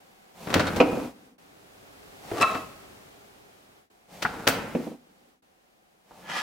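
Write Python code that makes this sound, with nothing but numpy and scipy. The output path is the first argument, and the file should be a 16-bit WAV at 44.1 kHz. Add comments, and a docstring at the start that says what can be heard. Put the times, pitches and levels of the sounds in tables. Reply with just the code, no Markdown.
"""A live kitchen, the microphone close to the fridge. The door is pulled open: its rubber seal rubs and
snaps free, bottles touch and the door knocks. The open fridge whirrs while eggs slide out of their cups,
clinking, and a nudged glass rings on. The door swings shut with a clack, a smack and soft bumps. Last,
a frying pan is dragged over a wooden shelf, its base catching on the grain. Each action comes up with
a faint hiss, over a room tone that dips briefly between them."""
import sys
import numpy as np
from scipy import signal
from scipy.fft import rfft, irfft, next_fast_len
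from scipy.io import wavfile
from scipy.ndimage import uniform_filter1d

SR = 44100
rng = np.random.default_rng(int(sys.argv[2]) if len(sys.argv) > 2 else 0)


def wav_record(signal):
    """Record a signal, one row per channel, as 16-bit PCM in the file named by sys.argv[1]."""
    frames = np.transpose(np.atleast_2d(signal))
    bounded = np.clip(frames, -1, 1)
    # unit amplitude maps onto the largest positive 16-bit level
    quanta = np.round(bounded * 32767).astype(np.int16)
    wavfile.write(sys.argv[1], SR, quanta)


N = 283112
T = np.arange(N) / SR

# stretches of room tone: start_s, end_s, level_db
TONE_SPANS = [(0, 1.381, -59.5), (1.379, 3.903, -65), (3.898, 5.42, -64), (5.42, 6.6, -67)]
# spectra of the room tone, the hiss and the open fridge: frequency_hz, level_db
TONE_COLOUR = [(15, -35), (25, -9.5), (122, -12.5), (193, -3), (267, -9), (340, -6.5), (410, -8),
               (552, -5.5), (631, -11.5), (762, -3.5), (895, -12.5), (1080, -13.5), (1900, -17),
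               (2230, -18), (15500, -28)]
HISS_COLOUR = [(18, -41), (30, -9), (111, -10.5), (187, 4.5), (256, -7.5), (389, -7), (532, -4),
               (622, -4.5), (767, -2), (1400, -16), (2360, -15.5), (15500, -27.5)]
WHIRR_COLOUR = [(15, -41), (25, -10.5), (96, -2.5), (193, -4), (221, -6), (289, -1.5), (359, -8.5),
                (389, 2), (457, -6), (762, -5), (997, -11.5), (1080, -10.5), (1750, -14), (5580, -20),
                (15500, -25.5)]
# stereo width of the room tone and of the close sounds: frequency_hz, side_over_mid_db
TONE_WIDTH = [(40, -16.5), (100, -10.5), (250, -2), (700, 2.5), (2500, 4), (6000, -1), (14000, -2)]
CLOSE_WIDTH = [(50, -27.5), (130, -21), (250, -11), (1000, -6.5), (3000, -4.5), (12000, -2.5)]
# fader moves, one for each action: start_s, fade_in_s, end_s, fade_out_s, hiss_db, floor_db
ACTIONS = [(0.328, .11, 1.141, 0.1, -43.5, -15), (2.19, .13, 2.738, .18, -42.5, -9),
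           (4.074, 0.065, 4.99, .14, -47, -17.5), (6.029, 0.17, 6.49, .1, -52, -17.5)]

# seal and plastic trim snapping: start_s, level_db, tilt_db_per_octave, t60_s
SNAPS = [(0.4707, 3, -3.5, 0.047), (0.501, 4.5, 0, .057), (.527, 7, -1.5, .067), (0.5409, 19, 2.5, 0.024),
         (.551, 18, -4, .092), (.595, 14.5, -0.4, 0.033), (0.6, 15.5, -1.5, .07), (.668, 10, -1.6, .12),
         (.760, 1.5, 4.5, .09), (.763, 2, -8.5, 0.11), (2.398, 5.5, -1, .095), (2.545, 5.5, -1.5, .082),
         (4.2198, -1.5, 2, 0.044), (4.2233, 10.5, 2.5, 0.054), (4.358, -7, -5, .08),
         (4.453, -7.5, -4.5, 0.12), (4.4695, 18, -0.3, .05), (4.475, 19.5, 3.5, 0.015),
         (4.481, 18, -1, .08), (4.482, -6.5, 12.5, 0.054)]
# spectra of the snaps, the door panel behind them and the rubbing seal: frequency_hz, level_db
SNAP_COLOUR = [(200, 1.5), (1200, 0), (4500, -11.5), (13000, -28.5)]
PANEL_COLOUR = [(25, -20), (55, -12), (90, 0.5), (180, -2.5), (290, 5.5), (380, -2.5), (520, 5), (1050, -3),
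                (1400, 2), (2200, 2), (5500, -0.5), (9500, -3.5), (15000, -2)]
RUB_COLOUR = [(24, -40.5), (40, -6.5), (119, -7), (153, -0.5), (364, -9), (443, -2.5), (643, -15),
              (765, -8), (1420, -12), (1920, -20.5), (4340, -31), (4680, -31), (15000, -41)]
# friction strokes: full_strength_at_s, hold_s, level_db
SEAL_RUBS = [(.485, 0.37, -34.5), (4.24, .19, -40.5), (4.5, 0.063, -38.5)]   # the seal peels off, brushes the frame and is pressed home
EGG_SLIDES = [(2.40, .015, -30), (2.48, 0.087, -37.5)]
# resonances of plastic trim, hollow egg cups and pan: pitch_hz, bandwidth_hz, level_db
TRIM_RESONANCES = [(1070, 20, -9), (1314, 30, -5), (1890, 35, -10.5), (6000, 830, -10)]
CUP_RESONANCES = [(126, 16, -6), (310, 53, -1.5), (437, 72, 3.5), (667, 92, 4.5), (1130, 91, -1),
                  (1780, 100, -20.5), (3323, 1700, -41)]
PAN_RESONANCES = [(855, 170, -5), (1390, 38, -5.5), (1700, 37, -0.5), (1910, 24, -2), (2390, 37, -8),
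                  (2965, 22, -6), (3030, 48, -16.5), (3170, 20, -9), (3810, 28, -10), (4400, 39, -7),
                  (4900, 390, -15.5), (6000, 50, -18)]

# blows on each object: start_s, level_db, contact_cutoff_hz
BOTTLE_TOUCHES = [(.599, -1.5, 9000), (.669, -1, 12000), (.677, -4, 9000), (4.4755, 8.5, 3000)]
DOOR_KNOCKS = [(.8015, -0.5, 4560), (.8075, -8, 1470), (.928, -15.5, 613.5), (.972, -13.5, 390),
               (4.7497, -25, 5000), (4.750, -8, 481.5), (4.80, -18, 330.4), (4.868, -16, 430),
               (4.915, -20.5, 380), (4.94, -17, 303)]
CUP_BUMPS = [(2.3145, 1.5, 1800), (2.335, -5.5, 698), (2.358, -7, 1600), (2.402, -3.5, 1504)]
EGG_CLINKS = [(2.4115, -4, 12000), (2.4152, -4.5, 12000), (2.4212, 0.5, 10060), (2.428, 4, 3300),
              (2.4325, -8.5, 2892), (2.439, 1, 1985), (2.495, -12, 1770), (2.552, -12, 2040)]
GLASS_TOUCH = [(2.4155, -2.5, 12000)]
RACK_CLACKS = [(4.2502, -0.5, 3990), (4.2545, -8.5, 3010), (4.2605, -9, 3035)]
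HANDLE_TAPS = [(6.108, -17, 900), (6.118, -23.5, 695)]
# ringing modes of each object: pitch_hz, level_db, t60_s
BOTTLE_MODES = [(1453, -32.5, 0.22), (1550, -29, 0.064), (3250, -38.5, 0.055), (3754, -35, 0.06),
                (4280, -34, 0.075)]
DOOR_MODES = [(156.4, -25.5, 0.2), (241, -17.5, 0.2), (274, -19.5, 0.22), (307, -24, 0.31),
              (377, -27.5, 0.3), (498, -7.5, 0.066), (664, -22.5, 0.13), (765, -17, 0.087),
              (838, -23, 0.028), (1060, -29, 0.046), (1298, -21.5, 0.068), (2190, -21.5, .028),
              (2466, -13, 0.032), (2670, -25.5, .028), (2870, -26, 0.022)]
CUP_MODES = [(115, -37, 0.26), (328.2, -28.5, .09), (415.3, -28, 0.091), (477, -30.5, 0.12),
             (670, -30, .05), (1158, -38, .05)]
EGG_MODES = [(691, -25.5, 0.095), (1068, -20.5, 0.096), (1140, -15.5, 0.03), (1325, -18, 0.071),
             (1910, -25.5, 0.043), (2286, -27.5, 0.036), (2630, -20, 0.038), (4020, -27.5, .04),
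             (5380, -29.5, .035), (6400, -39.5, .03), (7710, -31.5, .03)]
GLASS_MODES = [(1272, -27, 0.98), (1315, -24, 0.5), (2622, -28.5, 0.34), (3890, -38, 0.39)]
RACK_MODES = [(718, -26.5, 0.073), (850, -22.5, 0.089), (1119, -27, 0.026), (1464, -18.5, 0.043),
              (1716, -21.5, 0.025), (2020, -24.5, 0.015)]
HANDLE_MODES = [(616, -41, 0.054), (903, -23, 0.065), (1180, -26, 0.041)]
# spectrum of the crack at each contact: frequency_hz, level_db
GLASS_CRACK = [(200, -20), (2000, -5.5), (9000, -12), (15000, -24)]
DOOR_CRACK = [(60, 4), (250, 31), (700, 29), (1300, 19), (1800, 11.5), (2600, 21.5), (3600, 5.5), (6000, 4),
              (15000, -12)]
CUP_CRACK = [(30, -22.5), (110, 2), (220, -4.5), (450, 7.5), (1500, -0.5), (3000, -7.5), (15000, -20.5)]
EGG_CRACK = [(30, -20), (110, 3), (400, 6), (1100, 12.5), (2200, 3), (4500, 0), (9000, -3.5), (15000, -11)]
RACK_CRACK = [(100, 7), (200, 20), (400, -3.5), (900, 16.5), (1800, 13.5), (3000, -3), (8000, -17.5),
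              (15000, -32)]
HANDLE_CRACK = [(100, 9.5), (900, 17.5), (1600, 15), (4000, -11), (15000, -18)]

# the pan's drag, gathering speed: time_s, level_db
PAN_DRAG = [(6.2, -66), (6.228, -59.5), (6.298, -37.5), (6.37, -33.5), (6.412, -33), (6.42, -31.5)]
# spectrum of the wooden shelf: frequency_hz, level_db
SHELF_COLOUR = [(24, -80.5), (40, -36), (174, -5), (535, -13.5), (817, -6.5), (1080, -5), (1190, 2.5),
                (1520, -8), (1770, -4), (2330, -10), (2990, -8), (10900, -31), (13700, -35.5),
                (15500, -49.5)]
# echo of the kitchen: frequency_hz, t60_s, level_db
KITCHEN_ECHO = [(60, 0.6, -11), (248, 1.5, -1.5), (620, 0.58, -6), (1390, 1.1, -6), (3000, 0.43, -6.5),
                (7000, 0.4, -11.5), (15000, 0.25, -7)]


def from_db(db):
    """Decibels to gain."""
    return 10 ** (np.asarray(db) / 20)


def rms_one(x):
    """Scale to unit rms."""
    return x / np.sqrt(np.mean(x ** 2) + 1e-20)


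def at_hz(table, hz, column=1):
    """Read a column of a table on a log-frequency axis."""
    table = np.array(table)
    return np.interp(np.log(hz + 1), np.log(table[:, 0]), table[:, column])


def colour(x, *spectra):
    """Causal (minimum-phase) filter with the summed dB of the spectra."""
    size = 2 * next_fast_len(x.shape[-1] // 2 + 2 ** 11, True)
    hz = np.fft.rfftfreq(size, 1 / SR)
    gain = from_db(sum(at_hz(spectrum, hz) for spectrum in spectra))
    cepstrum = irfft(np.log(gain))
    cepstrum[1:size // 2] *= 2
    cepstrum[size // 2 + 1:] = 0
    return irfft(rfft(x, size) * np.exp(rfft(cepstrum)))[..., :x.shape[-1]]


def resonate(x, resonances):
    """Ring a set of resonances in parallel."""
    return sum(from_db(db) * signal.lfilter(*signal.iirpeak(hz, hz / width_hz, fs=SR), x)
               for hz, width_hz, db in resonances)


def spread(mid_side, width=CLOSE_WIDTH):
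    """Mid and side to left and right; the treble is wider than the bass."""
    mid, side = mid_side[0], colour(mid_side[1], width)
    return np.array([mid + side, mid - side])


def add(out, start_s, sound):
    """Mix a sound in at its start time."""
    start = round(start_s * SR)
    out[:, start:start + sound.shape[1]] += sound[:, :N - start]


def fade(start_s, in_s, end_s, out_s):
    """Straight fade in, hold, straight fade out."""
    return np.clip(np.minimum((T - start_s) / in_s, (end_s - T) / out_s), 0, 1)


def air(spectrum, width):
    """Smooth background noise with unit rms in the middle."""
    noise = colour(spread(rng.standard_normal((2, N)), width), spectrum)
    return noise / noise.mean(axis=0).std()


def crack(t60_s, click, swell):
    """A contact click and the crowd of short-lived panel modes that swells behind it."""
    age = T[:2 ** 13]
    envelope = from_db(-60 * age / t60_s) * (1 - np.exp(-age / (swell * t60_s)))
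    burst = rng.standard_normal((2, len(age))) * envelope
    burst /= np.sqrt(np.sum(burst[0] ** 2))
    burst[0, 0] += click
    spectrum = rfft(burst)
    # the modes share the energy evenly over the frequency range
    spectrum /= np.sqrt(uniform_filter1d(abs(spectrum) ** 2, size=25, axis=1))
    return spread(irfft(spectrum) * (age < t60_s))


def struck(blows, modes, crack_colour, crack_t60_s, vary_db=1.2, mode_width=0.22):
    """Each blow rings the modes with new strengths; a soft contact takes the treble away."""
    out, age = np.zeros((2, N)), T[:SR // 2]
    pitch_hz, mode_db, t60_s = np.transpose(modes)
    rings = np.sin(2 * np.pi * np.outer(pitch_hz, age)) * from_db(-60 * np.outer(1 / t60_s, age))
    signs = (-1) ** np.arange(len(pitch_hz))
    for start_s, blow_db, cutoff_hz in blows:
        level_draw, side_draw = rng.standard_normal((2, len(pitch_hz)))
        strength = signs * from_db(mode_db + vary_db * level_draw)
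        balance = 1 + mode_width * side_draw * [[1], [-1]]
        sound = (strength * balance) @ rings
        add(sound, 0, colour(crack(crack_t60_s, click=0.088, swell=0.016), crack_colour))
        contact = signal.butter(2, cutoff_hz, fs=SR)
        add(out, start_s, from_db(blow_db) * signal.lfilter(*contact, sound))
    return out


def slips(per_s, uneven_db):
    """Friction: a dense train of tiny slips of uneven size."""
    sizes = from_db(uneven_db * np.minimum(rng.exponential(1, N), 4))
    return spread(rng.standard_normal((2, N)) * sizes * (rng.random(N) < per_s / SR))


def strokes(rows, rise_db_per_s, fall_db_per_s):
    """Each stroke swells, holds and dies away; the strongest one sets the gain."""
    levels_db = [db - rise_db_per_s * np.maximum(full_s - T, 0)
                 - fall_db_per_s * np.maximum(T - full_s - hold_s, 0) for full_s, hold_s, db in rows]
    return from_db(np.max(levels_db, axis=0))


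def tone_fade(start_s, end_s):
    """A stretch of background comes in quickly and leaves more gently."""
    return fade(start_s, 0.006, end_s, 0.12)


def room_tone():
    """The air of the kitchen, wide and low, dipping briefly before each new level."""
    level = sum(tone_fade(start_s, end_s) * from_db(db) for start_s, end_s, db in TONE_SPANS)
    return level * air(TONE_COLOUR, TONE_WIDTH)


def action_hiss():
    """A faint hiss comes and goes with each action."""
    level = sum(fade(*timing) * from_db(db) for *timing, db, _ in ACTIONS)
    return level * air(HISS_COLOUR, CLOSE_WIDTH)


def seal_snaps(pivot_hz=1240):
    """Seal and trim let go, each snap with its own brightness, and sound through the door panel."""
    out = np.zeros((2, N))
    for start_s, snap_db, tilt, t60_s in SNAPS:
        click = 0.0048 / t60_s   # the quicker the snap, the stronger its first click
        tilted = [(hz, db + snap_db + tilt * np.log2(hz / pivot_hz)) for hz, db in SNAP_COLOUR]
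        add(out, start_s, colour(crack(t60_s, click, swell=0.037), PANEL_COLOUR, tilted))
    return from_db(-2) * (out + resonate(out, TRIM_RESONANCES))


def seal_rub():
    """The rubber seal slips as the door opens and closes."""
    rubber = rms_one(colour(slips(per_s=1000, uneven_db=1), RUB_COLOUR))
    return rubber * strokes(SEAL_RUBS, rise_db_per_s=900, fall_db_per_s=55)


def bottle_jingles():
    """Bottles touch in the door rack and ring briefly."""
    return struck(BOTTLE_TOUCHES, BOTTLE_MODES, GLASS_CRACK, crack_t60_s=0.028)


def door_knocks(bounce_s=0.016, loss_db=10, cutoff_share=0.31):
    """The door body is knocked and bounces once each time, weaker and duller."""
    bounces = [(start_s + bounce_s, db - loss_db, hz * cutoff_share) for start_s, db, hz in DOOR_KNOCKS]
    return struck(list(DOOR_KNOCKS) + bounces, DOOR_MODES, DOOR_CRACK, crack_t60_s=0.084)


def fridge_whirr(peak_s=2.5, peak_db=-49, fall_db_per_s=10):
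    """The open fridge whirrs through the second stretch of room tone, loudest near the middle."""
    start_s, end_s, _ = TONE_SPANS[1]
    swell = from_db(peak_db - fall_db_per_s * abs(T - peak_s))
    return tone_fade(start_s, end_s) * swell * air(WHIRR_COLOUR, TONE_WIDTH)


def cup_bumps():
    """Fingers and eggs bump the hollow cups."""
    return struck(CUP_BUMPS, CUP_MODES, CUP_CRACK, crack_t60_s=0.05)


def egg_slides():
    """Shells slip out of their cups and the hollows resonate."""
    shells = rms_one(resonate(slips(per_s=1300, uneven_db=-2.5), CUP_RESONANCES))
    return shells * strokes(EGG_SLIDES, rise_db_per_s=160, fall_db_per_s=401.5)


def egg_clinks():
    """Eggs clink in the door rack; shells and rack both ring."""
    return struck(EGG_CLINKS, EGG_MODES, EGG_CRACK, crack_t60_s=0.034)


def glass_ring():
    """A glass in the rack is nudged and rings on."""
    return struck(GLASS_TOUCH, GLASS_MODES, GLASS_CRACK, crack_t60_s=0.019)


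def rack_clacks():
    """The rack clacks as the door swings."""
    return struck(RACK_CLACKS, RACK_MODES, RACK_CRACK, crack_t60_s=0.045)


def handle_taps():
    """A hand takes the pan handle with two soft taps."""
    return struck(HANDLE_TAPS, HANDLE_MODES, HANDLE_CRACK, crack_t60_s=0.057)


def pan_scrape(metal_db=-2, wood_db=-1.5, dull_hz=2602, brightening=1.1):
    """The base of the pan catches on the wood grain; shelf and metal both sound, brighter with speed."""
    drag = from_db(np.interp(T, *np.transpose(PAN_DRAG), left=-120))
    speed = drag / drag.max()
    grains = slips(per_s=6000, uneven_db=-0.5)
    dull = signal.lfilter(*signal.butter(2, dull_hz, fs=SR), grains)
    bright = signal.lfilter(*signal.butter(2, dull_hz, "high", fs=SR), grains)
    friction = dull - speed ** brightening * bright
    metal, wood = resonate(friction, PAN_RESONANCES), colour(friction, SHELF_COLOUR)
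    sliding = speed > 0.1
    return drag * sum(from_db(db) * part / part[:, sliding].std()
                      for db, part in [(metal_db, metal), (wood_db, wood)])


def kitchen_echo(x, build_s=0.0089):
    """Diffuse echo that builds up quickly and dies octave by octave."""
    age, response = T[:2 * SR], 0
    for hz in np.geomspace(60, 14000, 9):
        octave = signal.butter(2, [hz / np.sqrt(2), hz * np.sqrt(2)], "band", fs=SR, output="sos")
        tail = signal.sosfilt(octave, rng.standard_normal((2, len(age))))
        tail *= from_db(-60 * age / at_hz(KITCHEN_ECHO, hz)) * (1 - np.exp(-age / build_s))
        band_share = np.sqrt(2) * hz / SR
        gain = from_db(at_hz(KITCHEN_ECHO, hz, column=2)) * np.sqrt(band_share / len(age))
        response = response + gain * rms_one(tail)
    return signal.fftconvolve(x.mean(axis=0)[None], spread(response), axes=1)[:, :N]


def door_shade(x):
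    """The body of the door shades the right side; the left is a little louder and brighter."""
    left = colour(x[0], [(150, 0.31), (2500, 1.2)])   # frequency_hz, level_db
    right = colour(x[1], [(150, -0.65), (2500, -0.68)])
    return np.array([left, right])


def fader():
    """Gain of the close sounds and their echo: full during an action, low between actions."""
    *_, end_s, _, _, floor_db = np.transpose(ACTIONS)
    raised = sum(fade(*timing) for *timing, _, _ in ACTIONS)
    return np.maximum(raised, from_db(np.interp(T, end_s, floor_db)))


def scene():
    """Fridge and pan close to the microphone, each sound with its own share of kitchen echo."""
    door = door_knocks()
    rack = rack_clacks() + bottle_jingles()
    eggs = egg_clinks() + cup_bumps() + glass_ring()
    pan = handle_taps() + pan_scrape()
    snaps = seal_snaps()
    rubbing = seal_rub() + egg_slides()
    into_room = snaps + pan + from_db(-4.5) * door + from_db(-6) * rack + from_db(-1.5) * (eggs + rubbing)
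    close = door_shade(snaps + rack + eggs) + door + rubbing + pan
    return fader() * (close + kitchen_echo(into_room)) + room_tone() + fridge_whirr() + action_hiss()


def record(dry, rumble_hz=26, top_hz=15900):
    """Rumble is cut, the highest peaks are rounded, the top is cut steeply."""
    lean = signal.sosfilt(signal.butter(2, rumble_hz, "high", fs=SR, output="sos"), dry)
    rounded = np.tanh(lean)
    return signal.sosfilt(signal.ellip(10, 0.2, 70, top_hz, fs=SR, output="sos"), rounded)


dry = scene()
out = record(dry)
wav_record(out)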